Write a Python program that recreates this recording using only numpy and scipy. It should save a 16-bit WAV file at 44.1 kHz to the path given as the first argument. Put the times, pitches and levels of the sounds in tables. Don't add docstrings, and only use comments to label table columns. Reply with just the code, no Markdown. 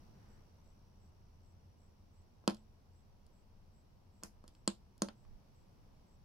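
import sys
import numpy as np
from scipy import signal
from scipy.fft import rfft, irfft
from scipy.io import wavfile

SR = 44100
rng = np.random.default_rng(int(sys.argv[2]) if len(sys.argv) > 2 else 0)


def unload_audio(sound):
    columns = np.transpose(np.atleast_2d(sound))
    steps = np.round(np.clip(columns, -1, 1) * 32767)
    wavfile.write(sys.argv[1], SR, steps.astype(np.int16))


N = 275266

# (frequency [Hz], level [dB per Hz])
AIR_SPECTRUM = [(12, -31), (20, 3.5), (38, -3.5), (58, -5.5), (75, -4), (90, -9.5), (135, -5.5),
                (156, -12.5), (205, -8), (253, -17), (484, -21), (752, -23.5), (927, -22.5), (1810, -42.5),
                (3000, -43), (3900, -68.5), (6600, -120)]
# (frequency [Hz], level [dB per Hz])
HISS_SPECTRUM = [(2200, -6.5), (3000, -6.5), (4000, -4), (5000, -1.5), (5800, -3), (6250, -9.5),
                 (9000, -14), (12000, -11.5), (15500, -15)]
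# (frequency [Hz], likeness [0 to 1])
SIDE_LIKENESS = [(30, 0.54), (80, 0.89), (150, 0.92), (380, 0.34), (950, 0.019), (15000, 0.1)]
# (middle [s], half length [s], lift [dB])
LATE_SWELL = (5.7, 0.51, 1.8)
# (middle [s], half length [s], lift [dB], brush [dB], bump [dB])
HAND_MOVES = [(.3, 0.14, 1, -79, 2.5), (5.31, 0.081, 0, -90.5, 9)]
# (first chirp [s], last chirp [s])
CHIRP_BOUTS = [(.33, 1.05), (1.485, 2.185), (2.58, 4.57), (5.205, 5.595), (6.115, 6.115)]
# (frequency [Hz], t60 [s])
ROOM_DECAY = [(150, 0.11), (600, 0.1328), (2000, 0.1245), (5000, 0.18), (8000, 0.1559), (15000, 0.24)]
# (frequency [Hz], level [dB])
ROOM_TONE = [(150, -7), (350, 5), (700, 3.5), (2000, 1.5), (3200, 5.5), (5000, -3), (8000, -3.5),
             (15000, -11.5)]
# (frequency [Hz], level [dB], t60 [s], left-right pan [dB], first swing [+1 or -1])
PANEL_MODES = [(201.9, -3, 0.15, -1, 1), (216.5, -11.5, 0.35, -1.5, 1), (284, -1, 0.022, 6, 1),
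               (326, -13, 0.11, -5.5, 1), (343.3, -8, .11, 11.5, -1), (559, -19, 0.2, -6, -1),
               (570, 8.5, 0.0057, -9.5, -1), (600, -23, 0.19, -3.5, -1), (693, -17.5, 0.086, -5.5, 1),
               (772, -28, 0.1, -9, -1), (898, -25, 0.2, 9.5, -1), (1094, -15.5, 0.032, 0, -1),
               (1040, 5, 0.0041, 15.5, 1), (1065, -8, .04, -11, 1), (1327, -11, 0.026, -24, -1),
               (1580, -21, 0.058, 13, 1)]
# (frequency [Hz], level [dB], t60 [s], left-right pan [dB], first swing [+1 or -1])
CASE_MODES = [(2600, -9, .016, -2, 1), (3100, -6.5, .018, 0, -1), (3440, -6, .02, -2, 1),
              (4300, -1, .018, 4, -1), (4680, -1.5, .015, 4, 1), (5280, -.5, .015, 2, -1),
              (6500, -4, .012, -2, 1), (7050, -6, .012, -3, -1), (7650, -3, .013, -5, 1),
              (8200, -6, .012, -5, -1), (8700, -4, .012, -5, 1), (9450, -7, .01, -4, -1),
              (10900, -10, .009, -4, 1), (12900, -18, .008, -4, -1)]
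# (frequency [Hz], level [dB])
CRACK_SPECTRUM = [(200, -13), (1000, -4), (2000, -1), (3200, -4), (4800, -1), (6000, -2.5), (8200, -7.5),
                  (11000, -11.5), (13500, -16.5), (16000, -22)]
# (frequency [Hz], level [dB])
RELEASE_WEIGHTS = [(1400, 2), (2000, -5), (2600, -2.5), (3500, -1.5), (4100, -2.5), (5000, -0.5),
                   (6000, -4), (7600, -3), (8500, -9.5), (9400, 0.5), (11500, 1), (15000, -7)]
# (frequency [Hz], level [dB])
SLIP_WEIGHTS = [(1400, 7.5), (2200, -0.5), (3500, -3.5), (4400, 1.5), (5700, 0), (6500, 6), (7600, -7.5),
                (9200, 3.5), (11000, -6), (15000, -10)]
# (frequency [Hz], level [dB])
PRESS_WEIGHTS = [(1300, -0.5), (2100, -6), (3000, -1), (3600, -2.5), (4400, 0.5), (5200, -3.5),
                 (6200, -9.5), (7300, 5), (8700, 2.5), (9600, -9), (11000, -7), (12500, -8), (15500, -14.5)]
# (frequency [Hz], level [dB])
NAIL_WEIGHTS = [(1300, 3), (2700, -4), (3600, -9), (4400, -2.5), (5000, 5.5), (6000, 9), (8500, 9.5),
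                (11000, 14.5), (13000, 18), (15000, 10)]
# (time [s], snap [dB], thump [dB], treble tilt [dB/octave], way of striking [name],
#  panel damping by the finger [1/s, below 0 counts as 0], hardness [dB/octave], room [dB])
SWITCH_CLICKS = [(2.4767, -30, -24.5, -0.5, "release", 7.5, -2, -8.5),
                 (4.2347, -41, -49, -2, "nail", -1.5, -2.5, -3.5),
                 (4.6765, -27, -28.5, 2, "press", 33.5, -2, -11),
                 (5.0198, -30.5, -29, 6, "slip", 4.5, -2, -9.5)]
# (time [s], snap [dB], thump [dB], treble tilt [dB/octave])
LIGHT_TICKS = [(2.44, -87.5, -60.5, -9), (2.4977, -47.5, -56, -2), (2.506, -50, -42.5, -3),
               (2.546, -57, -73, 1.5), (2.5684, -66.5, -81, -1), (3.2650, -69.5, -86, 6),
               (4.2280, -63, -55.5, -12), (4.4403, -72, -55.5, 3), (4.4786, -56.5, -66, 4),
               (4.55, -67, -76, -0.5), (4.9789, -67.5, -73, 7.5), (5.0859, -48.5, -49, -5.5),
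               (5.25, -68.5, -72.5, -13.5)]

AIR_DB, HISS_DB = -65, -82
AIR_SETTLE_DB, HISS_SETTLE_DB, SETTLE_S = 5.5, 5, 0.51
RUMBLE_DB = 2.5
HUM_DB = -71.5
HUM_SWELL_S, HUM_SWELL_HALF_S, HUM_SWELL_DB = 1.7, 1.3, 6.3
CHIRP_EVERY_S, CHIRP_DB = .38, -85.5
TRILL_DB, TRILL_FADE_DB_PER_S = -84, 2.5
TRILL_RETURN_S, TRILL_RISE_DB_PER_S = 4, 2
LEFT_LATE_S = .00003
EDGE_HZ = 15900


def amp(db):
    return 10 ** (np.asarray(db) / 20)


def evened(x):
    return x / np.sqrt(np.mean(x ** 2) + 1e-20)


def read(points, hz):
    f, value = np.transpose(points)
    return np.interp(np.log(hz + 1), np.log(f), value)


def add(mix, s, sound):
    part = mix[:, round(s * SR):][:, :sound.shape[1]]
    part += sound[:, :part.shape[1]]


def swell(middle_s, half_s):
    t = np.arange(N) / SR
    return np.exp(-((t - middle_s) / half_s) ** 4)


def narrow_noise(hz, width_hz):
    f = np.fft.rfftfreq(N, 1 / SR)
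    band = np.exp(-((f - hz) / width_hz) ** 2)
    return evened(irfft(rfft(rng.standard_normal((2, N))) * band, N))


def colour(x, db_at, size=32768):
    log_gain = np.log(amp(db_at(abs(np.fft.fftfreq(size, 1 / SR)))))
    response = np.exp(np.conj(signal.hilbert(log_gain)))[:size // 2 + 1]
    return irfft(rfft(x, size) * response)[:, :x.shape[1]]


def background():
    hz = np.fft.rfftfreq(N, 1 / SR)
    settling = np.exp(-np.arange(N) / SR / SETTLE_S)
    late_s, late_half_s, late_db = LATE_SWELL
    lift_db = late_db * swell(late_s, late_half_s)
    lift_db = lift_db + sum(db * swell(s, half_s) for s, half_s, db, _, _ in HAND_MOVES)
    bump_db = sum(db * swell(s, half_s) for s, half_s, _, _, db in HAND_MOVES)
    left, other = rfft(rng.standard_normal((2, N)))
    same = np.clip(read(SIDE_LIKENESS, hz), 0, 1)
    noise = np.array([left, same * left + np.sqrt(1 - same ** 2) * other])
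    air = amp(AIR_DB) * evened(irfft(noise * amp(read(AIR_SPECTRUM, hz)), N))
    deep = signal.sosfiltfilt(signal.butter(2, 55, fs=SR, output="sos"), air)
    hiss = amp(HISS_DB) * evened(irfft(noise * amp(read(HISS_SPECTRUM, hz)), N))
    wash = (air - deep) * amp(AIR_SETTLE_DB * settling)
    wash += hiss * amp(HISS_SETTLE_DB * settling)
    return wash * amp(lift_db) + deep * amp(RUMBLE_DB + bump_db)


def hum():
    tone = narrow_noise(hz=87, width_hz=14)[0]
    return amp(HUM_DB + HUM_SWELL_DB * swell(HUM_SWELL_S, HUM_SWELL_HALF_S)) * tone


def trill(strokes_per_s=67.3, groups_per_s=10.6, top_hz=6020, fall_hz=520):
    t = np.arange(N) / SR
    stroke = (strokes_per_s * t + 0.024 * narrow_noise(0, width_hz=5.0)[0]) % 1
    pitch_hz = top_hz - fall_hz * stroke + 110 * narrow_noise(0, width_hz=220)
    tone = np.sin(2 * np.pi * np.cumsum(pitch_hz, 1) / SR)
    groups = 1 + 0.15 * np.sin(2 * np.pi * groups_per_s * t)
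    pulsing = np.sin(np.pi * stroke) ** 4 * groups
    fade_db = TRILL_FADE_DB_PER_S * np.minimum(t, TRILL_RETURN_S)
    rise_db = TRILL_RISE_DB_PER_S * np.maximum(t - TRILL_RETURN_S, 0)
    return amp(TRILL_DB - fade_db + rise_db) * evened(tone * pulsing)


def chirping(half_s=.05):
    bouts = []
    for first, last in CHIRP_BOUTS:
        count = 1 + round(abs(last - first) / CHIRP_EVERY_S)
        bouts.append(np.linspace(first, last, count))
    swells = sum(swell(s, half_s) for s in np.concatenate(bouts))
    return amp(CHIRP_DB) * swells * narrow_noise(hz=7780, width_hz=310)


def rustle():
    brushes = sum(amp(db) * swell(s, half_s) for s, half_s, _, db, _ in HAND_MOVES)
    return brushes * narrow_noise(hz=1570, width_hz=680)


def room(x, first_s=0.0036, size=16384):
    t = np.arange(size) / SR
    taps = rng.choice([-1., 1.], (2, size)) * (rng.random((2, size)) < 5000 / SR)
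    hz, at, bands = signal.stft(taps, SR, nperseg=256)
    decay = np.exp(-np.log(1000) * at / read(ROOM_DECAY, hz)[:, None])
    tail = signal.istft(bands * decay, SR, nperseg=256)[1][:, :size]
    tail *= np.clip(t / first_s - 1, 0, 1)
    tail = colour(evened(tail) / np.sqrt(size), lambda f: read(ROOM_TONE, f))
    return signal.fftconvolve(x, tail, axes=1)[:, :x.shape[1]]


def ring(modes, t, tilt_db=0):
    out = 0
    for hz, db, t60, pan, swing in modes:
        side_db = np.array([[pan], [-pan]]) / 2
        gain = np.sign(swing) * amp(db + tilt_db * np.log2(hz / modes[0][0]) + side_db)
        out = out + gain * np.exp(-np.log(1000) * t / t60) * np.sin(2 * np.pi * hz * t)
    return out


def by_attack(x, size=132):
    return x / np.sqrt(np.mean(x[:, :size] ** 2) + 1e-20)


def blow(snap_db, thump_db, tilt_db, way, damping, hard_db, room_db, size=20000):
    t = np.maximum(np.arange(size) / SR - np.array([[LEFT_LATE_S], [0]]), 0)
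    weights = {"release": RELEASE_WEIGHTS, "slip": SLIP_WEIGHTS,
               "press": PRESS_WEIGHTS, "nail": NAIL_WEIGHTS}[way]

    def weighting(f):
        return read(weights, f) + tilt_db * np.log2(np.maximum(f, 1500) / 1500)

    case = by_attack(ring(CASE_MODES, t) * (1 - np.exp(-t / .0005)))
    burst = (1 - np.exp(-t / .0003)) * np.exp(-t / .0015)
    grit = rng.standard_normal(size) + 0.18 * rng.standard_normal((2, size))
    crack = by_attack(colour(grit * burst, lambda f: read(CRACK_SPECTRUM, f)))
    snap = amp(snap_db) * by_attack(colour(case + crack / 2, weighting))
    low_cut = signal.butter(4, 165, "highpass", fs=SR, output="sos")
    panel = ring(PANEL_MODES, t, hard_db) * np.exp(-max(damping, 0) * t)
    thump = amp(thump_db) * by_attack(signal.sosfilt(low_cut, panel))
    impulse = np.tile(signal.unit_impulse(size), (2, 1))
    all_round = colour(impulse, lambda f: read(CRACK_SPECTRUM, f) + weighting(f))
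    all_round = amp(snap_db) * by_attack(all_round)
    return snap + thump + amp(room_db) * room(all_round + thump)


def button():
    out = np.zeros((2, N))
    for s, *how in SWITCH_CLICKS:
        add(out, s, blow(*how))
    for s, snap_db, thump_db, tilt_db in LIGHT_TICKS:
        add(out, s, blow(snap_db, thump_db, tilt_db, "release", damping=100, hard_db=-1, room_db=-6.0))
    return out


def scene():
    return background() + hum() + trill() + chirping() + rustle() + button()


def record(dry):
    low_pass = signal.firwin(511, EDGE_HZ, window=("kaiser", 9), fs=SR)
    return signal.oaconvolve(dry, low_pass[None], "same")


dry = scene()
out = record(dry)
unload_audio(out)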